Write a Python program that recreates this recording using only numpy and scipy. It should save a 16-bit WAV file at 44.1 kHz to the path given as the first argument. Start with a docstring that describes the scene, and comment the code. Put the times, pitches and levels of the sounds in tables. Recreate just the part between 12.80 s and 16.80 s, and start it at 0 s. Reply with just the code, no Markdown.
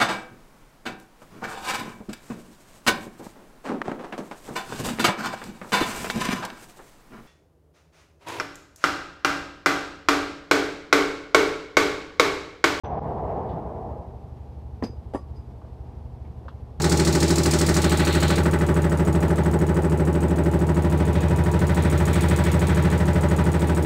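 """A glass bottle slips from a goat's mouth, thuds on hard ground, bounces and clinks twice more.
Hard impacts set the glass ringing, and the landing makes the enclosed air boom.
Before it, a gust of wind roars as turbulent noise and dies away. An engine idles throughout,
throbbing in harmonics of its firing cycle. A few small knocks come before and after the fall."""
import sys
import numpy as np
from scipy import signal
from scipy.fft import rfft, irfft, next_fast_len
from scipy.io import wavfile
from scipy.ndimage import map_coordinates

SR = 44100
rng = np.random.default_rng(int(sys.argv[2]) if len(sys.argv) > 2 else 0)


def put_to_file(sound):
    """Save the sound as 16-bit audio at rate SR, in the file named by the first command-line argument."""
    columns = np.atleast_2d(sound).T  # one column per channel
    safe = np.clip(columns, -1, 1)
    whole_steps = np.round(safe * 32767)
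    wavfile.write(sys.argv[1], SR, whole_steps.astype(np.int16))


N = 176400
TIME = np.arange(N) / SR
AGE = np.arange(SR // 2) / SR  # t/s since an impact
DIP_S = 0.2  # the gust dips briefly and the treble opens


def amp(db):
    """Amplitude ratio of a level: a factor of ten per 20 dB."""
    return 10 ** (np.asarray(db) / 20)


def unit(x):
    """Normalisation to an rms of 1."""
    return x / np.sqrt(np.mean(x ** 2) + 1e-20)


def filtered(x, response):
    """Linear filtering: the spectrum is multiplied by a frequency response."""
    size = next_fast_len(len(x) + 8192)
    return irfft(rfft(x, size) * response(np.fft.rfftfreq(size, 1 / SR)), size)[:len(x)]


def noise(colour, size=N):
    """Spectral shaping: white noise takes on a colour (f/Hz, level/dB), at an rms of 1."""
    f, db = np.transpose(colour)
    response = lambda hz: amp(np.interp(np.log(hz + 1), np.log(f + 1), db))
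    return unit(filtered(rng.standard_normal(size), response))


def wobble(rate):
    """Random modulation: a smooth curve through `rate` random values a second."""
    return map_coordinates(rng.standard_normal(int(N * rate / SR) + 4), [TIME * rate])


def fade(t60, attack=0.00034):
    """Exponential damping: after a quick rise the level falls 60 dB in t60 seconds."""
    return np.exp(-np.log(1000) * AGE / t60) * (1 - np.exp(-AGE / attack))


def ring(partials, damping=1, attack=0.0003, depth=0.28, flutter_hz=130):
    """Superposition: damped sinusoids add, each fluttering in amplitude and phase."""
    out = np.zeros(len(AGE))
    for hz, db, t60 in partials:
        in_phase, quadrature = (
            depth * map_coordinates(knots, [AGE * flutter_hz], mode="mirror")
            for knots in rng.standard_normal((2, 256)))
        phase = 2 * np.pi * hz * AGE
        tone = (1 + in_phase) * np.sin(phase) + quadrature * np.cos(phase)
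        out += amp(db) * fade(t60 / damping, attack) * tone
    return out


def add(track, s, sound):
    """Superposition: a sound joins the track at s seconds."""
    part = track[max(0, round(s * SR)):][:len(sound)]
    part += sound[:len(part)]


def outdoor_air():
    """Ambient noise: a broad, slightly wavering band lies over a steady rumble."""
    # spectra of the air and its rumble: f/Hz, level/dB
    air_colour = [(100, -13), (170, 2), (227, -0.5), (298, -2.5), (400, -3.5), (563, -13.5), (680, -18),
                  (800, -7.5), (903, -11), (971, -12.5), (1400, -22.5), (1870, -27), (5150, -35.5),
                  (7500, -44.5), (9000, -44), (10300, -57), (12500, -47.5)]
    rumble_colour = [(25, -18.5), (42, 6.5), (76, 12), (130, 6.5), (220, -13.5), (400, -47)]
    air = amp(-52 + 0.18 * wobble(7.3) + 0.72 * wobble(54)) * noise(air_colour)
    return air + amp(-44.5) * noise(rumble_colour)


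def engine(cycle_hz=12.16, hard_firing_s=3.0105):
    """Harmonic series: the orders align in phase once a cycle, where one cylinder fires harder."""
    # engine orders: multiple of the cycle rate, level/dB
    orders = [(4, -49), (5, -44), (6, -38.5), (7, -48.5), (8, -51), (9, -53), (10, -45), (12, -56.5),
              (13, -70.5), (15, -76.5), (17, -81), (19, -56.5)]
    cycles = (TIME - hard_firing_s) * cycle_hz + 0.0085 * wobble(8.1)
    throb = sum(amp(db + 0.47 * wobble(9.7)) * np.sin(2 * np.pi * k * cycles) for k, db in orders)
    return throb * amp(1.56 * wobble(16))


def wind_gust(crossover_hz=850, dip_db=-24.5, buffet_s=0.74, buffet_width_s=0.095):
    """Turbulence: a broadband roar swells, buffets the microphone, dulls and dies away."""
    # course of the gust: t/s, level/dB, top of the roar relative to its body/dB
    course = [(0.04, -36.5, 1), (0.1, -30.5, -0.5), (0.185, -27, -2.3), (0.24, -29, -1),
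              (0.31, -28.5, -1.3), (0.38, -30.5, -3), (0.46, -28.5, -2), (0.62, -28.5, -3.5),
              (0.9, -33, -5.5), (1.15, -35, -7), (1.35, -45.5, -6), (1.6, -50.5, -9), (2.0, -51, -15)]
    # spectra of the roar and the buffeting: f/Hz, level/dB
    roar_colour = [(30, -30), (60, -6), (110, -4.5), (160, -2), (275, -10), (465, -2.5), (550, -8.5),
                   (640, -3.5), (800, -3), (1000, -9.5), (1200, -18.5), (1420, -28), (1900, -33),
                   (3000, -46), (6000, -62), (12000, -83)]
    buffet_colour = [(35, -28), (70, 0.5), (110, -8), (160, -5), (260, -24), (800, -100)]
    times, *columns = np.transpose(course)
    level_db, top_db = (np.interp(TIME, times, column) for column in columns)
    dip_fall = np.clip((TIME - DIP_S) / 0.0058 + 1, 0, 1)
    dip = dip_fall * np.exp(-np.maximum(TIME - DIP_S, 0) / 0.012)
    roar = noise(roar_colour)
    body = filtered(roar, lambda hz: 1 / (1 + (hz / crossover_hz) ** 4))
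    top = roar - body
    wavering = body * amp(0.54 * wobble(39.36)) + top * amp(top_db + 1.2 * wobble(41))
    swell = np.exp(-((TIME - buffet_s) / buffet_width_s) ** 2)
    return amp(level_db + dip_db * dip) * wavering + amp(-37) * swell * noise(buffet_colour)


def small_knocks(half_width_octaves=0.35):
    """Damped resonance: broad noise bands give knocks and scuffs, one high mode two faint tinks."""
    # knocks and scuffs: t/s, level/dB, centre f/Hz, T60/s
    knocks = [(.044, -47.5, 1540, 0.19), (0.045, -51, 2980, 0.11), (0.689, -61.5, 3400, 0.32),
              (2.093, -36, 307, .06), (2.133, -38, 400, 0.033), (2.815, -52.5, 1000, 0.11),
              (2.846, -41.5, 624, 0.05), (3.447, -64, 2020, 0.21), (3.655, -44, 650, 0.1),
              (3.6824, -38.5, 1150, 0.06), (3.683, -53, 3200, 0.084)]
    # opening tinks: t/s, level/dB
    tinks = [(.037, -51), (0.0563, -45)]
    # their mode: f/Hz, level/dB, T60/s
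    tink_modes = [(6000, -12, 0.13)]
    out = np.zeros(N)
    for s, db, centre_hz, t60 in knocks:
        peak = lambda hz: 1 / (1 + (np.log2((hz + 1) / centre_hz) / half_width_octaves) ** 2)
        band = lambda hz: peak(hz) / (1 + (hz / centre_hz / 2) ** 2)
        add(out, s, amp(db) * fade(t60) * unit(filtered(rng.standard_normal(len(AGE)), band)))
    for s, db in tinks:
        add(out, s, amp(db) * ring(tink_modes))
    return out


def ground_contacts():
    """Impact and friction: the bottle thumps, clatters, crunches grit and skids with a bright rasp."""
    # impacts: t/s, thump level/dB, thump f/Hz, clatter level/dB, grit level/dB
    contacts = [(2.0247, -15.5, 262, -22, -45.5), (2.032, -18, 232, -30.5, -52),
                (2.0366, -9, 247, -30, -39.5), (2.044, -23, 490, -37, -51),
                (2.3352, -39, 594, -29.5, -48.5), (2.3467, -17.5, 280, -21, -57),
                (2.3551, -22.5, 374, -25.5, -56), (2.362, -25, 312, -36, -59)]
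    # skids on the bounce: t/s, level/dB, T60/s
    skids = [(2.336, -61, .08), (2.347, -55.5, 0.13), (2.558, -75, .14)]
    # spectra of the contact noises: f/Hz, level/dB
    clatter_colour = [(130, -34), (230, 1.5), (340, 2.5), (420, -6), (500, -0.5), (640, -5.5), (800, -4.5),
                      (980, -9.5), (1200, -19), (1450, -24), (1900, -20), (2300, -34), (3000, -34.5),
                      (6000, -89)]
    grit_colour = [(1000, 14), (2000, 7), (3500, 3.5), (6000, -2), (9500, -11), (12500, -11), (14000, -22)]
    skid_colour = [(5000, -24.5), (6100, 3), (6800, -10), (7500, 5), (8200, -7), (9100, 7), (10000, -3),
                   (11000, -12), (14000, -25)]
    out = np.zeros(N)
    for s, thump_db, hz, clatter_db, grit_db in contacts:
        add(out, s, amp(thump_db) * fade(t60=0.021, attack=0.001) * np.sin(2 * np.pi * hz * AGE))
        add(out, s, amp(clatter_db) * fade(t60=0.056) * noise(clatter_colour, len(AGE)))
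        add(out, s, amp(grit_db) * fade(t60=0.12, attack=0.0019) * noise(grit_colour, len(AGE)))
    for s, db, t60 in skids:
        add(out, s, amp(db) * fade(t60, attack=0.001) * noise(skid_colour, len(AGE)))
    return out


def glass_clinks():
    """Free vibration: after a short crack the glass rings, damped where it stays on the ground."""
    # strikes: t/s, ring level/dB, twin level/dB, crack level/dB, damping factor, attack/s
    clinks = [(2.0372, -41, -48, -46, 1.15, .0004), (2.044, -42, -48, -46, 4, .0004),
              (2.338, -60, -64, -65, 2.2, .001), (2.3555, -59, -61, -72, 1.7, .001),
              (2.3785, -60.5, -59, -71, 1.8, .001), (2.558, -57.5, -59, -78, 1.5, .006)]
    # partials of the clink: a main ring at 4908 Hz, its two flutter side tones and fainter glass
    # tones; close twins beat against them: f/Hz, level/dB, T60/s at damping 1
    clink_partials = [(3359, -23, .15), (3919, -23, .15), (4398, -22, .15), (4665, -13, .17),
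                      (4798, -14, .14), (4908, 0, .25), (5158, -16, .16), (5750, -22, .15),
                      (6230, -17, .27)]
    twin_partials = [(4966, 0, .19), (5010, -5, .17), (6335, -16, .14)]
    # spectrum of the crack: f/Hz, level/dB
    crack_colour = [(2500, -25), (4000, -11), (5000, 9), (6300, -5), (7200, -18), (12000, -23),
                    (16000, -10)]
    out = np.zeros(N)
    for s, ring_db, twin_db, crack_db, damping, attack in clinks:
        crack = amp(crack_db) * fade(t60=0.045) * noise(crack_colour, len(AGE))
        glass = amp(ring_db) * ring(clink_partials, damping, attack)
        twins = amp(twin_db) * ring(twin_partials, damping, attack)
        add(out, s, crack + glass + twins)
    return out


def bottle(boom_s=2.037, clank_s=2.348, low_cut_hz=180):
    """Impact excitation: amid thuds and clinks the cavity booms and something hollow clanks."""
    # modes of the enclosed air and of the thing hit on the bounce: f/Hz, level/dB, T60/s
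    cavity_modes = [(240, -1.5, 0.35), (356, -4.5, 0.22), (492, -8, 0.216)]
    hollow_modes = [(1130, -6, 0.29), (1863, -18, 0.17)]
    out = ground_contacts() + glass_clinks()
    add(out, boom_s, amp(-33.5) * ring(cavity_modes))
    add(out, clank_s, amp(-37) * ring(hollow_modes))
    return signal.sosfilt(signal.butter(3, low_cut_hz, "high", fs=SR, output="sos"), out)


def yard(x):
    """Scattering: things standing around add a short diffuse tail."""
    tail = rng.standard_normal(len(AGE)) * fade(t60=0.16, attack=0.0039)
    return x + amp(-11) * signal.fftconvolve(x, tail / np.linalg.norm(tail))[:N]


def scene():
    """Superposition: bottle and knocks sound in the yard, over wind, air and engine."""
    return (yard(bottle() + small_knocks()) + wind_gust() + outdoor_air() + engine())[None]


def record(dry, start_s=0.035, edge_s=0.003, muffle_hz=6400, top_hz=13300):
    """Band limiting: the sound is muffled until the dip, then opens; both ends fade quickly."""
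    below = lambda x, edge_hz: filtered(x, lambda hz: 1 / np.sqrt(1 + (hz / edge_hz) ** 120))
    x = dry[0] * np.clip(np.minimum(TIME - start_s, TIME[-1] - TIME) / edge_s, 0, 1)
    clear = np.clip((TIME - DIP_S) / 0.035, 0, 1)
    return below(clear * x + (1 - clear) * below(x, muffle_hz), top_hz)[None]


dry = scene()
out = record(dry)
put_to_file(out)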